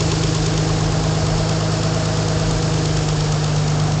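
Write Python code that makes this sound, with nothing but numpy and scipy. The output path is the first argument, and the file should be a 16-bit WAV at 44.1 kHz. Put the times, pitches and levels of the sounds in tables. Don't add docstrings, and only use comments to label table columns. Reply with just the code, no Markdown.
import sys
import numpy as np
from scipy import signal
from scipy.fft import rfft, irfft
from scipy.io import wavfile
from scipy.ndimage import uniform_filter1d, map_coordinates

SR = 44100
rng = np.random.default_rng(int(sys.argv[2]) if len(sys.argv) > 2 else 0)


def to_wav(s):
    ch = np.atleast_2d(s).T
    pcm = np.round(np.clip(ch, -1, 1) * 32767)
    wavfile.write(sys.argv[1], SR, pcm.astype(np.int16))


N = 176400
TIME = np.arange(N) / SR

# freq_hz, gain_db
HISS_SPECTRUM = [(900, -1), (2000, -5.5), (2700, -2), (3700, -2), (4500, -0.9), (5350, -0.4), (6000, -2),
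                 (6500, -2.5), (6750, -2), (7000, -0.2), (7400, -4.5), (7900, -8.5), (8400, -17.5),
                 (8900, -32)]


def amp(db):
    return 10 ** (np.asarray(db) / 20)


def unit(x):
    return x / np.sqrt(np.mean(abs(x) ** 2) + 1e-20)


def curve(points, column=1):
    table = np.array(points, float)
    return np.interp(TIME, table[:, 0], table[:, column])


def spectrum_gain(spectrum, hz):
    freq_hz, gain_db = np.transpose(spectrum)
    freq_hz = np.r_[freq_hz[0] / 2, freq_hz, freq_hz[-1] * 2]
    gain_db = np.r_[gain_db[0] - 40, gain_db, gain_db[-1] - 40]
    return amp(np.interp(np.log(hz + 1), np.log(freq_hz), gain_db))


def colour(x, spectrum):
    gain = unit(spectrum_gain(spectrum, np.fft.rfftfreq(N, 1 / SR)))
    return irfft(rfft(x) * gain, N)


def wander(rate_hz):
    knots = rng.standard_normal(1024)
    coarse_s = TIME[::64]
    motion = map_coordinates(knots, [coarse_s * rate_hz + 2], order=3, mode="wrap")
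    return np.interp(TIME, coarse_s, motion)


def strike_times(cycles, phase):
    targets = np.arange(int(cycles[-1]) + 1) + phase
    return np.interp(targets, cycles, TIME, right=10)[cycles.astype(int)]


def cycle_scatter(cycles):
    return rng.standard_normal((64, 2))[cycles.astype(int)].T


def pulse(at_s, width_s):
    return 1 / (1 + ((TIME - at_s) / width_s) ** 2 / 2)


def firing_hum(cycles):
    # firing_multiple, base_db
    harmonics = [(1, -32.5), (2, -26), (3, -21)]
    # time_s, second_harmonic_db, third_harmonic_db
    harmonic_shift = [(0, -0.5, -0.9), (.8, 0.5, .4), (1.3, 0, -0.8), (2, 1.8, -1.5), (2.6, 0, -1),
                      (3.05, -1.5, .3), (3.7, -2, 2.5), (4, 1, 1)]
    orders = [9, 11, 13, 15, 16, 17, 19, 21, 23, 27, 30, 33, 36, 37, 39, 41, 43, 46, 51, 54, 55, 57, 72]
    orders_db = [-36, -54.5, -53, -33.5, -56, -43.5, -66.5, -46, -44, -53.5, -41, -46, -35, -44.5, -43,
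                 -41.5, -46.5, -42.5, -39, -43.5, -39.5, -41, -43.5]
    # time_s, gain_db
    order_shift = [(0, 0.5), (.6, -0.5), (1.6, -1), (2.8, 1), (3.2, -4), (3.6, -6), (4, -4)]
    cylinders, lag_turns = 6, 0.007
    waver_db, waver_hz = 1.73, 4.17

    def tone(order):
        return np.sqrt(2) * np.cos(2 * np.pi * (order * cycles - lag_turns * order ** 2))

    shifts_db = [0, curve(harmonic_shift, 1), curve(harmonic_shift, 2)]
    firing = sum(amp(db + shift) * tone(k * cylinders) for (k, db), shift in zip(harmonics, shifts_db))
    uneven = sum(amp(db + waver_db * wander(waver_hz)) * tone(k) for k, db in zip(orders, orders_db))
    return firing + amp(curve(order_shift)) * uneven


def block_clatter(cycles):
    # freq_hz, gain_db
    spectrum = [(170, -4), (250, -2.5), (350, -2), (470, 5.5), (540, -4.5), (640, -3.5), (780, 2.5),
                (900, -6.5), (1300, -6), (1700, -10.5), (2200, -21)]
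    edges_hz = [290, 400, 560, 900]
    # time_s, band0_db, band1_db, band2_db, band3_db, band4_db
    band_gains = [(0, 2, 7, -2, -0.5, -3.5), (.5, -3, 5.5, 1, -3, -1), (1, 1, -1, 0, 2, 0.5),
                  (1.5, 5.5, 3, -0.83, 0.5, 1), (2.3, 1, 0, 1.5, 0, 2.5), (2.9, -3, 2.5, 0, -1, -1.5),
                  (3.4, 2.5, 1.5, 0.5, -1.5, -0.5), (3.8, 9, -7, 0.14, 1, 1), (4, 6, -1, -1.5, 1.5, -0.5)]
    base_db, drift_hz = -31, 0.65
    cycle_points, pattern_count = 4096, 16
    order_hz = np.arange(cycle_points // 2 + 1) * cycles[-1] / TIME[-1]
    phases = rng.random((pattern_count, len(order_hz)))
    patterns = spectrum_gain(spectrum, order_hz) * np.exp(2j * np.pi * phases)
    drift = TIME * drift_hz
    fades = [np.cos(np.pi / 2 * np.clip(drift - i, -1, 1)) for i in range(int(drift[-1]) + 2)]
    position, grid = cycles % 1 * cycle_points, np.arange(cycle_points)
    out = np.zeros(N)
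    for band in range(len(edges_hz) + 1):
        waves = irfft(patterns * (np.searchsorted(edges_hz, order_hz) == band))
        knocks = sum(fade * np.interp(position, grid, wave) for fade, wave in zip(fades, waves))
        out += amp(curve(band_gains, band + 1)) * knocks
    return amp(base_db) * out / irfft(patterns[0]).std()


def cover_rings(cycles):
    # phase_cycles, pitch_hz, sigma_s, level_db, closest_s, reach_s
    parts = [(.10, 1074, .005, -32, 0.65, 0.92), (.10, 1253, .003, -31, 2.2, 1.3),
             (0, 820, .003, -31, 2.5, 1.1), (.16, 410, .005, -25.5, .3, 0.68),
             (.30, 655, .009, -28, 1.75, .8), (0.41, 653, .009, -30.5, 1.9, 0.72),
             (.64, 630, 0.012, -29.5, 1.79, 0.7), (.37, 1280, 0.0027, -38, 2, .7),
             (.55, 1610, .003, -37, 1.6, 1.2), (.38, 460, 0.0081, -30, 3.3, 0.39),
             (0.6, 310, .006, -26, 0.14, 0.34), (.92, 1330, 0.0018, -39, 1.6, 0.71),
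             (.76, 1750, .004, -39.5, 3, 0.37)]
    jitter_s, spread_db = 0.0001, 1
    rough_rad, rough_hz = 0.32, 110
    out = np.zeros(N)
    for phase, pitch_hz, sigma_s, level_db, closest_s, reach_s in parts:
        late, force = cycle_scatter(cycles)
        t = TIME - strike_times(cycles, phase) - jitter_s * late
        nearness = 1 / np.sqrt(1 + ((TIME - closest_s) / reach_s) ** 4)
        envelope = amp(level_db + spread_db * force) * nearness * np.exp(-(t / sigma_s) ** 2 / 2)
        angle = 2 * np.pi * (pitch_hz * t + rng.random()) + rough_rad * wander(rough_hz)
        out += envelope * np.sqrt(2) * np.sin(angle)
    return out


def fan_and_belts():
    # freq_hz, gain_db
    rush_spectrum = [(15, -17), (35, -5.5), (70, -2.5), (150, 6), (200, -1), (400, -3), (540, -4),
                     (680, -2), (900, -7.5), (1400, -10), (2100, -16.5), (4000, -29)]
    # time_s, level_db
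    hiss_level = [(0, -29), (.5, -30.5), (1, -32), (1.8, -32), (2.4, -32), (2.8, -30.5), (3.3, -32),
                  (4, -33.5)]
    rush_db, patch_db = -29, 1.12
    frames = signal.stft(rng.standard_normal(N), nperseg=256)[2]
    patches = uniform_filter1d(rng.standard_normal(frames.shape), size=7, axis=0)
    patches = unit(uniform_filter1d(patches, size=5, axis=1))
    fizz = unit(signal.istft(frames * amp(patch_db * patches), nperseg=256)[1][:N])
    rush = amp(rush_db) * colour(rng.standard_normal(N), rush_spectrum)
    return rush + amp(curve(hiss_level)) * colour(fizz, HISS_SPECTRUM)


def valve_sheen(noise):
    # freq_hz, gain_db
    spectrum = [(3800, -22.5), (4350, -1), (4900, -4), (5350, 0), (5800, -21.5)]
    # time_s, level_db
    level = [(0, -38), (.7, -43), (1.3, -38), (2.2, -38.5), (3, -44.5), (4, -45.5)]
    return amp(curve(level)) * colour(noise, spectrum)


def loud_tappet(noise):
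    # time_s, relative_db
    strikes = [(0.0079, -19.5), (0.119, -20.5), (0.2372, -19.5), (0.35, -20), (0.4645, -19.5),
               (0.5786, -20.5), (0.6939, -25), (0.809, -25), (0.923, -24.8), (1.04, -25.5), (1.1533, -26.5),
               (1.269, -24.9), (1.3815, -25.5), (1.4954, -21.5), (1.6088, -25.5), (1.7215, -26),
               (1.8346, -23), (1.9466, -24.5), (2.0574, -23.5), (2.1735, -24.5), (2.2861, -23.5),
               (2.3995, -24.5), (2.5113, -23), (2.627, -22.2), (2.7417, -24.5), (2.8573, -20),
               (2.972, -21.5), (3.0894, -21), (3.2083, -22), (3.325, -21.5), (3.4445, -24.5),
               (3.5645, -25.5), (3.6822, -25.1), (3.8015, -24), (3.9214, -26)]
    # freq_hz, gain_db
    spectrum = [(1500, -17.5), (2300, -9), (2750, -2.5), (2950, -2), (3200, 0.5), (4100, -6), (4500, 2.5),
                (5000, -5.5), (5400, 3.5), (5800, -7.5), (6350, 0.5), (6650, -1.5), (6950, -0.5),
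                (7400, -5.5), (7750, -8), (8300, -14), (8900, -33)]
    gain_db = -1.5
    envelope = sum(amp(db) * pulse(at_s, width_s=0.0019) for at_s, db in strikes)
    return amp(gain_db) * colour(noise * envelope, spectrum)


def soft_valves(cycles, noise):
    ticks = [(.23, 1), (.385, .8), (.545, 0.67), (.73, 0.67), (.92, .6)]
    base_db, spread_db, jitter_s = -33.5, 2.5, 0.0005
    envelope = np.zeros(N)
    for phase, gain in ticks:
        late, force = cycle_scatter(cycles)
        at_s = strike_times(cycles, phase) + jitter_s * late
        envelope += gain * amp(spread_db * force) * pulse(at_s, width_s=0.003)
    return amp(base_db) * colour(noise * envelope, HISS_SPECTRUM)


def tappet_snaps(noise):
    # time_s, relative_db
    snaps = [(1.2675, -30), (1.494, -33.5), (1.72, -33), (2.058, -34), (2.2848, -30.5), (2.5117, -33),
             (3.325, -32), (3.4433, -28.5)]
    # freq_hz, gain_db
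    spectrum = [(4000, -16.5), (5200, -10), (6800, -10), (7900, 2.5), (8400, -5), (8900, -18)]
    gain_db = -2.5
    envelope = sum(amp(db) * pulse(at_s, width_s=0.00079) for at_s, db in snaps)
    return amp(gain_db) * colour(noise * envelope, spectrum)


def low_booms():
    # start_s, length_s, level_db, end_hz
    booms = [(0.039, 1.05, -30.5, 45.7), (1.196, .26, -27, 39.6), (2.321, .32, -30, 41.7),
             (2.869, .48, -33.5, 41)]
    start_hz, sag_s = 92.04, 0.075
    rise_s, fall_s = 0.02, 0.041
    roughness, rough_hz = 0.27, 30
    out = np.zeros(N)
    for start_s, length_s, level_db, end_hz in booms:
        t = np.maximum(TIME - start_s, 0)
        pitch_hz = end_hz + (start_hz - end_hz) * np.exp(-(t / sag_s) ** 2)
        envelope = amp(level_db) * np.minimum(t / rise_s, 1) * np.clip((length_s - t) / fall_s, 0, 1)
        angle = 2 * np.pi * np.cumsum(pitch_hz) / SR
        rumble = wander(rough_hz) * np.cos(angle) + wander(rough_hz) * np.sin(angle)
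        out += envelope * (np.sqrt(2) * np.sin(angle) + roughness * rumble)
    return out


def scene():
    # time_s, speed_rpm
    speed = [(0, 1056), (.3, 1047), (.6, 1045), (.9, 1044), (1.2, 1050), (1.5, 1058), (1.8, 1067),
             (2.1, 1061.5), (2.4, 1056.5), (2.7, 1051), (2.95, 1028), (3.2, 1016), (3.5, 1008.5),
             (3.75, 1008), (4, 1024)]
    cycles = np.cumsum(curve(speed)) / (2 * 60 * SR)
    engine = firing_hum(cycles) + block_clatter(cycles) + cover_rings(cycles) + fan_and_belts()
    valve_noise, tappet_noise, snap_noise, sheen_noise = rng.standard_normal((4, N))
    ticks = loud_tappet(tappet_noise) + soft_valves(cycles, valve_noise) + tappet_snaps(snap_noise)
    return (engine + valve_sheen(sheen_noise) + ticks + low_booms())[None]


def record(dry):
    cutoff_hz = 8950
    lowpass = signal.firwin(511, cutoff_hz, window=("kaiser", 9), fs=SR)
    return signal.oaconvolve(dry, lowpass[None], "same")


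dry = scene()
out = record(dry)
to_wav(out)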